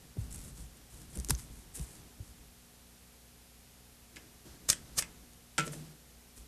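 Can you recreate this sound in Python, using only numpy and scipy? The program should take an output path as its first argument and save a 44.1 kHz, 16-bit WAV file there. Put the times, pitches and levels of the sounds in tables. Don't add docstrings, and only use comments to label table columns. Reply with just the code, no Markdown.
import sys
import numpy as np
from scipy import signal
from scipy.io import wavfile
from scipy.ndimage import uniform_filter1d

SR = 44100
rng = np.random.default_rng(int(sys.argv[2]) if len(sys.argv) > 2 else 0)


def wav_record(signal):
    frames = np.transpose(np.atleast_2d(signal))
    bounded = np.clip(frames, -1, 1)
    quanta = np.round(bounded * 32767).astype(np.int16)
    wavfile.write(sys.argv[1], SR, quanta)


N = 285632
TIME_S = np.arange(N) / SR

# freq_hz, relative_db_per_hz
HAIR_SPECTRUM = [(100, -38), (700, -18.5), (2500, -12.5), (5000, -15), (6500, -6), (8000, 0.5), (9500, 0),
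                 (11000, -4), (13500, -15)]
# freq_hz, relative_db_per_hz
CUT_SPECTRUM = [(100, 12), (450, -23), (900, -7), (1700, -8.5), (2400, -12), (3500, -11), (5500, -4),
                (7500, -3.5), (10500, -5.5), (12000, -6), (13500, -24)]
# freq_hz, relative_db_per_hz
BUZZ_SPECTRUM = [(100, -22), (700, -4), (1500, -3.5), (2400, 5), (3300, -5.5), (5000, -12.5), (8000, -26),
                 (13000, -28)]


def amp(db):
    return 10 ** (np.asarray(db) / 20)


def evened(x):
    return x / np.sqrt(np.mean(x ** 2) + 1e-20)


def read(points, hz):
    freq_hz, value = np.transpose(points)
    return np.interp(np.log(hz + 1), np.log(freq_hz + 1), value)


def add(mix, start_s, sound):
    part = mix[max(round(start_s * SR), 0):][:len(sound)]
    part += sound[:len(part)]


def coloured(x, spectrum, size=8192):
    freq_hz = abs(np.fft.fftfreq(size, 1 / SR))
    log_gain = np.log(amp(read(spectrum, freq_hz)))
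    response = np.exp(np.conj(signal.hilbert(log_gain)))
    taps = np.fft.ifft(response).real[:size // 2]
    return signal.oaconvolve(x, taps / np.linalg.norm(taps))[:len(x)]


def swells(rows):
    power = np.zeros(N)
    t = TIME_S[:SR // 2] - 0.1
    for peak_s, level_db, rise_s, fall_s in rows:
        decay = np.minimum(np.maximum(-t / rise_s, t / fall_s), 20)
        add(power, peak_s + t[0], amp(level_db) ** 2 * np.exp(-2 * decay))
    return np.sqrt(power)


def snaps(per_s, spread_db, size=200):
    sizes = amp(spread_db * np.minimum(rng.exponential(1, N), 4))
    signed = sizes * rng.choice([-1, 1], N)
    train = signed * (rng.random(N) < per_s / SR) + 0.3 * rng.standard_normal(N)
    return train / np.sqrt(uniform_filter1d(train ** 2, size=size))


def ring(modes):
    t = TIME_S[:round(max(t60_s for _, _, t60_s in modes) * SR)]
    phases = rng.random(len(modes))
    body = np.zeros(len(t))
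    for (hz, db, t60_s), phase in zip(modes, phases):
        body += amp(db - 60 * t / t60_s) * np.sin(2 * np.pi * (hz * t + phase))
    onset = 1 - np.exp(-2 * t * modes[0][0])
    return body * onset / np.linalg.norm(amp([db for _, db, _ in modes]))


def floor(hiss_db=-59):
    # freq_hz, rms_db
    hum_lines = [(59.9, -65), (119.9, -75.5), (179.8, -73.5), (239.8, -70), (299.7, -81), (419.6, -79),
                 (539.5, -80.5), (719.3, -82.5)]
    # freq_hz, relative_db_per_hz
    hiss_spectrum = [(15, -32), (25, -9), (64, -3), (190, -10), (241, -13), (313, -16.5), (477, -13),
                     (544, -18.5), (604, -18), (708, -15), (997, -19), (12500, -19.5), (13500, -22)]
    hum = np.zeros(N)
    for hz, rms_db in hum_lines:
        hum += amp(rms_db) * np.sqrt(2) * np.sin(2 * np.pi * (hz * TIME_S + rng.random()))
    return hum + amp(hiss_db) * coloured(rng.standard_normal(N), hiss_spectrum)


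def arch(length_s, skew=0.47, roundness=0.71):
    u = TIME_S[TIME_S < length_s] / length_s
    return abs(np.sin(np.pi * u ** skew)) ** roundness


def clothes(sleeve_trim_db=-2, shirt_trim_db=-3.0):
    # start_s, length_s, swish_db, rumble_db
    moves = [(0.0, .16, -61.5, -55), (0.19, 0.18, -56, -43), (0.336, 0.27, -56, -43),
             (0.58, .11, -57.5, -44.5), (0.684, 0.26, -61.5, -58), (0.92, 0.31, -58.5, -49),
             (1.128, 0.26, -55.5, -47), (1.3, 0.58, -58, -52), (1.498, 0.044, -79, -46),
             (1.76, 0.51, -56, -60), (2.2, 0.37, -63.5, -54), (4.123, 0.37, -59.5, -73),
             (4.452, 0.17, -53, -57), (4.6, 0.88, -56.5, -55), (5.598, 0.39, -50.5, -59),
             (6.043, 0.24, -70, -71), (6.364, .15, -63, -54)]
    # freq_hz, relative_db_per_hz
    sleeve_spectrum = [(40, -1), (130, 5), (300, 4), (500, -4.5), (1000, -9.5), (2500, -14.5), (6000, -12),
                       (13000, -19)]
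    shirt_spectrum = [(12, -14), (30, -8), (55, 6), (90, -8.5), (150, -6), (300, -18), (800, -53)]
    sleeve, shirt = np.zeros((2, N))
    for start_s, length_s, swish_db, rumble_db in moves:
        add(sleeve, start_s, amp(swish_db) * arch(length_s))
        add(shirt, start_s, amp(rumble_db) * arch(length_s))
    swish = coloured(sleeve * rng.standard_normal(N), sleeve_spectrum)
    rumble = coloured(shirt * rng.standard_normal(N), shirt_spectrum)
    return amp(sleeve_trim_db) * swish + amp(shirt_trim_db) * rumble


def thud(settled_hz, sag, peak_s):
    u = TIME_S[:SR // 4] / peak_s
    envelope = (u * np.exp(1 - u)) ** 1.3
    pitch_hz = settled_hz * (1 + sag * np.exp(-u / 2))
    return envelope * np.sin(2 * np.pi * np.cumsum(pitch_hz) / SR)


def bumps(pat_rise_s=0.0041, pat_fall_s=0.012, thump_lag_s=0.011, thump_peak_s=0.0079, thump_sag=0.17,
          sway_hz=53.4, sway_peak_s=0.015, sway_sag=0.24):
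    # pat_peak_s, pat_db, thump_db, thump_settled_hz, sway_db, sway_lag_s
    bump_rows = [(0.171, -42.5, -28, 97, -39, 0.035), (1.17, -39, -42.5, 166, -31.5, .008),
                 (1.299, -32.5, -28, 128, -27.5, .026), (1.784, -47, -35, 131.5, -34, 0.0187),
                 (2.191, -52, -36.5, 85.4, -45, 0.0099), (4.46, -54.5, -59, 134, -47.5, .024),
                 (4.685, -60, -60, 120, -43, 0.0083)]
    # freq_hz, relative_db_per_hz
    pat_spectrum = [(60, -11), (200, -0.5), (320, -2.5), (480, -9.5), (800, -24.5), (3000, -42)]
    pats = swells([(s, pat_db, pat_rise_s, pat_fall_s) for s, pat_db, *_ in bump_rows])
    out = coloured(pats * rng.standard_normal(N), pat_spectrum)
    for s, _, thump_db, thump_hz, sway_db, sway_lag_s in bump_rows:
        add(out, s + thump_lag_s, amp(thump_db) * thud(thump_hz, thump_sag, thump_peak_s))
        add(out, s + sway_lag_s, amp(sway_db) * thud(sway_hz, sway_sag, sway_peak_s))
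    return out


def held(length_s, attack_s=0.0091, release_s=0.029):
    t = TIME_S[:SR // 2]
    return np.minimum(t / attack_s, 1) * np.exp(-np.maximum(t - length_s, 0) / release_s)


def hair(catch_db=2.0, crackle_db=-3, crackles_per_s=130):
    # start_s, length_s, level_db
    rubs = [(0.179, 0.066, -62), (0.3, 0.19, -56.5), (0.55, 0.076, -59), (0.896, 0.13, -61.5),
            (1.092, 0.19, -60.5), (1.371, 0.062, -55), (1.512, 0.1, -65), (1.753, 0.085, -54.5),
            (1.863, 0.11, -60.5), (2.214, 0.086, -67), (6.358, 0.026, -57)]
    # peak_s, level_db, rise_s, fall_s
    tufts = [(0.327, -42.5, 0.0012, .003), (0.347, -43, 0.0049, .004), (0.36, -43, .003, .002),
             (1.156, -43.5, .004, 0.0057), (1.754, -41.5, 0.0068, 0.026), (5.667, -43.5, 0.0095, 0.0081),
             (5.724, -47.5, 0.0034, 0.036)]
    pressure = np.zeros(N)
    for start_s, length_s, level_db in rubs:
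        add(pressure, start_s, amp(level_db) * held(length_s))
    slow_noise = evened(uniform_filter1d(rng.standard_normal(N), size=200))
    bunched = pressure * evened(amp(catch_db * slow_noise))
    push = np.hypot(bunched, swells(tufts))
    slide = coloured(push * snaps(per_s=3000, spread_db=-0.5, size=400), HAIR_SPECTRUM)
    stiff = evened((2 * rng.random(N) - 1) * (rng.random(N) < crackles_per_s / SR))
    return slide + amp(crackle_db) * coloured(bunched * stiff, CUT_SPECTRUM)


def ticks(fall_s=0.001, ring_s=0.00082):
    # start_s, crack_db, ring_db, ring_hz
    tick_rows = [(0.77, -52, -45, 9100), (1.1737, -34.5, -30, 9700), (1.1885, -31, -49, 4500),
                 (1.2, -29.5, -35, 8200), (1.2472, -24, -45, 7750), (1.2872, -24.5, -35, 7750),
                 (1.3505, -53, -27.5, 6200), (1.795, -33, -43, 3400), (5.334, -43, -48, 6650)]
    # freq_hz, relative_db_per_hz
    tick_spectrum = [(100, -9), (1500, -10.5), (3500, -14), (6000, 0), (10000, -2), (13500, -11)]
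    out, t = np.zeros(N), TIME_S[:800]
    for start_s, crack_db, ring_db, hz in tick_rows:
        burst = rng.choice([-1, 1], len(t)) * np.exp(-t / fall_s)
        crack = coloured(burst, tick_spectrum) / 2
        tone = np.sin(2 * np.pi * hz * t) * np.exp(-t / ring_s)
        add(out, start_s, amp(crack_db) * crack + amp(ring_db) * tone)
    return out


def scissors(closing_db=-27, closing_s=1.3071, closing_rise_s=0.002, closing_fall_s=0.0011):
    # peak_s, level_db, rise_s, fall_s
    cuts = [(1.2975, -29, 0.0021, 0.0057), (1.3073, -15.5, 0.0012, 0.0015), (1.313, -44.5, .003, 0.033)]
    # freq_hz, relative_db_per_hz
    edge_spectrum = [(100, -31), (4000, -19), (8000, -5), (10800, 2), (13500, -23)]
    parting = snaps(per_s=14000, spread_db=1, size=60)
    closing = swells([(closing_s, closing_db, closing_rise_s, closing_fall_s)])
    tips = coloured(closing * rng.standard_normal(N), edge_spectrum)
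    return coloured(swells(cuts) * parting, CUT_SPECTRUM) + tips


def brushing(bite_lead_s=0.0099, bite_db=-7, bite_rise_s=0.0018, pull_fall_s=0.006,
             drag_lag_s=0.021, drag_db=-17.5, drag_s=0.009, tips_fall_s=0.012, echo_s=0.0017, echo_db=-9):
    # peak_s, level_db, rise_s, tips_db
    strokes = [(4.17, -60, 0.0036, -75), (4.7, -16.5, .0009, -52), (4.9894, -23, 0.0072, -31.5)]
    # freq_hz, relative_db_per_hz
    stroke_spectrum = [(100, -7), (500, -8.5), (850, -14), (1400, -7.5), (2400, -10.5), (3800, -8.5),
                       (4900, -1), (6500, 1), (8500, 0), (10800, -5.5), (13500, -12.5)]
    pulls = []
    for s, level_db, rise_s, _ in strokes:
        pulls.append((s - bite_lead_s, level_db + bite_db, bite_rise_s, pull_fall_s))
        pulls.append((s, level_db, rise_s, pull_fall_s))
        pulls.append((s + drag_lag_s, level_db + drag_db, drag_s, drag_s))
    rake = coloured(swells(pulls) * snaps(per_s=13000, spread_db=3, size=110), stroke_spectrum)
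    tips = swells([(s, tips_db, rise_s, tips_fall_s) for s, _, rise_s, tips_db in strokes])
    rake = rake + coloured(tips * rng.standard_normal(N), HAIR_SPECTRUM)
    return rake + amp(echo_db) * np.interp(TIME_S - echo_s, TIME_S, rake)


def rebounds(rattle_s, first_gap_s=0.0032, gap_growth=1.55, count=6):
    delays_s = first_gap_s * (gap_growth ** np.arange(count) - 1) / (gap_growth - 1)
    return [(delay_s, np.exp(-delay_s / rattle_s)) for delay_s in delays_s if delay_s < 3 * rattle_s]


def knocks(click_s=0.001, chatter_s=0.005, chatter_db=-10, head_db=-0.5, buzz_db=-12, buzz_s=0.013):
    # start_s, click_db, head_db, desk_db, rattle_s
    knock_rows = [(4.161, -39.5, -54, -54, 0.0051), (4.167, -39, -39, -55, 0.0039),
                  (4.703, -29, -39, -62, 0.0011), (4.7295, -19, -45, -62, 0.0015),
                  (4.991, -27, -32, -46, 0.00092), (5.0238, -24.5, -32.5, -55, 0.0016),
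                  (5.5806, -17.5, -32, -27, 0.019), (5.667, -37, -48, -32, 0.0034),
                  (5.678, -31.5, -54, -45, 0.0014), (5.733, -36, -50.5, -39.5, .01)]
    # freq_hz, relative_db, t60_s
    brush_modes = [(1520, -8, 0.032), (1710, 8, 0.025), (2125, 12.5, 0.02), (2130, -48, .05),
                   (2550, -2.5, 0.13), (3050, -8.5, 0.061), (3520, 0, 0.049), (4280, -23, 0.057),
                   (5200, -4, 0.074)]
    desk_modes = [(145.7, -7, 0.3), (155.7, -11, 0.61), (177, -8, 0.28), (253, -9.5, 0.14),
                  (322.5, -5, 0.23), (440, -6.5, 0.095), (486, 0, 0.044), (574, -2.5, 0.055),
                  (636, -8, 0.086)]
    # freq_hz, relative_db_per_hz
    click_spectrum = [(100, -7), (800, -17), (2000, -5), (4000, -9.5), (6000, -6), (8200, -5),
                      (10000, -13.5), (13500, -26)]
    t = TIME_S[:5000]
    contact = np.exp(-t / click_s) + amp(chatter_db) * np.exp(-t / chatter_s)
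    out, clicks, buzz = np.zeros((3, N))
    for s, click_db, brush_db, desk_db, rattle_s in knock_rows:
        for delay_s, gain in rebounds(rattle_s):
            click = contact * rng.choice([-1, 1], len(t)) / 2
            rattle = np.exp(-t / buzz_s) * rng.standard_normal(len(t))
            add(clicks, s + delay_s, gain * amp(click_db) * click)
            add(buzz, s + delay_s, gain * amp(brush_db + buzz_db) * rattle)
            add(out, s + delay_s, gain * amp(brush_db + head_db) * ring(brush_modes))
        add(out, s, amp(desk_db) * ring(desk_modes))
    return out + coloured(clicks, click_spectrum) + coloured(buzz, BUZZ_SPECTRUM)


def box(landing_s=5.5815, landing_db=-21, build_s=0.0017,
        clatter_db=-35, clatter_rise_s=0.0033, clatter_s=0.033):
    # freq_hz, relative_db, t60_s
    box_modes = [(808, -6, 0.057), (950, -8, 0.053), (1300, -11, 0.077), (1344, 0.5, 0.21),
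                 (1445, -6.5, 0.19), (1450, -8, 0.077), (1535, -1, 0.088), (1670, -11, 0.052),
                 (2050, -10, 0.11), (2400, -17, 0.15), (2520, -6.5, 0.14), (2910, -12.5, 0.16),
                 (3190, -9, 0.094), (3220, -15, 0.13), (3930, -8, 0.032)]
    out, note = np.zeros(N), ring(box_modes)
    build = 1 - np.exp(-TIME_S[:len(note)] / build_s)
    add(out, landing_s, amp(landing_db) * note * build)
    t = np.maximum(TIME_S - landing_s, 0)
    shaking = (1 - np.exp(-t / clatter_rise_s)) * np.exp(-t / clatter_s)
    clatter = coloured(shaking * snaps(per_s=1300, spread_db=-3.0), BUZZ_SPECTRUM)
    return out + amp(clatter_db) * clatter


def room(x, gap_s=0.004, reflections_per_s=3000):
    # freq_hz, t60_s
    room_decay = [(150, 0.9), (600, 0.41), (2500, 0.21), (7000, 0.19), (13000, 0.13)]
    present = (rng.random(SR) < reflections_per_s / SR) * (TIME_S[:SR] > gap_s)
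    taps = rng.choice([-1., 1.], SR) * present
    hz, t, bands = signal.stft(taps, SR, nperseg=256)
    decay = amp(-60 * t / read(room_decay, hz)[:, None])
    tail = signal.istft(bands * decay, SR, nperseg=256)[1]
    return signal.fftconvolve(x, tail / np.linalg.norm(tail))[:N]


def scene(near_room_db=-26, stroke_room_db=-18, desk_room_db=-10, side_noise_db=-74):
    # freq_hz, relative_db_per_hz
    side_spectrum = [(50, -30), (700, -16), (1500, -33), (5000, -3.5), (9000, 8), (12500, 5), (13800, 13)]
    near = bumps() + hair() + ticks() + scissors()
    strokes, desk = brushing(), knocks()
    echoes = room(amp(near_room_db) * near + amp(stroke_room_db) * strokes + amp(desk_room_db) * desk)
    mono = floor() + clothes() + near + strokes + desk + box() + echoes
    side_noise = np.array([coloured(noise, side_spectrum) for noise in rng.standard_normal((2, N))])
    return mono + amp(side_noise_db) * side_noise


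def record(dry, edge_hz=13800):
    taps = signal.firwin(301, edge_hz, window=("kaiser", 8), fs=SR)
    return signal.oaconvolve(dry, taps[None], "same")


dry = scene()
out = record(dry)
wav_record(out)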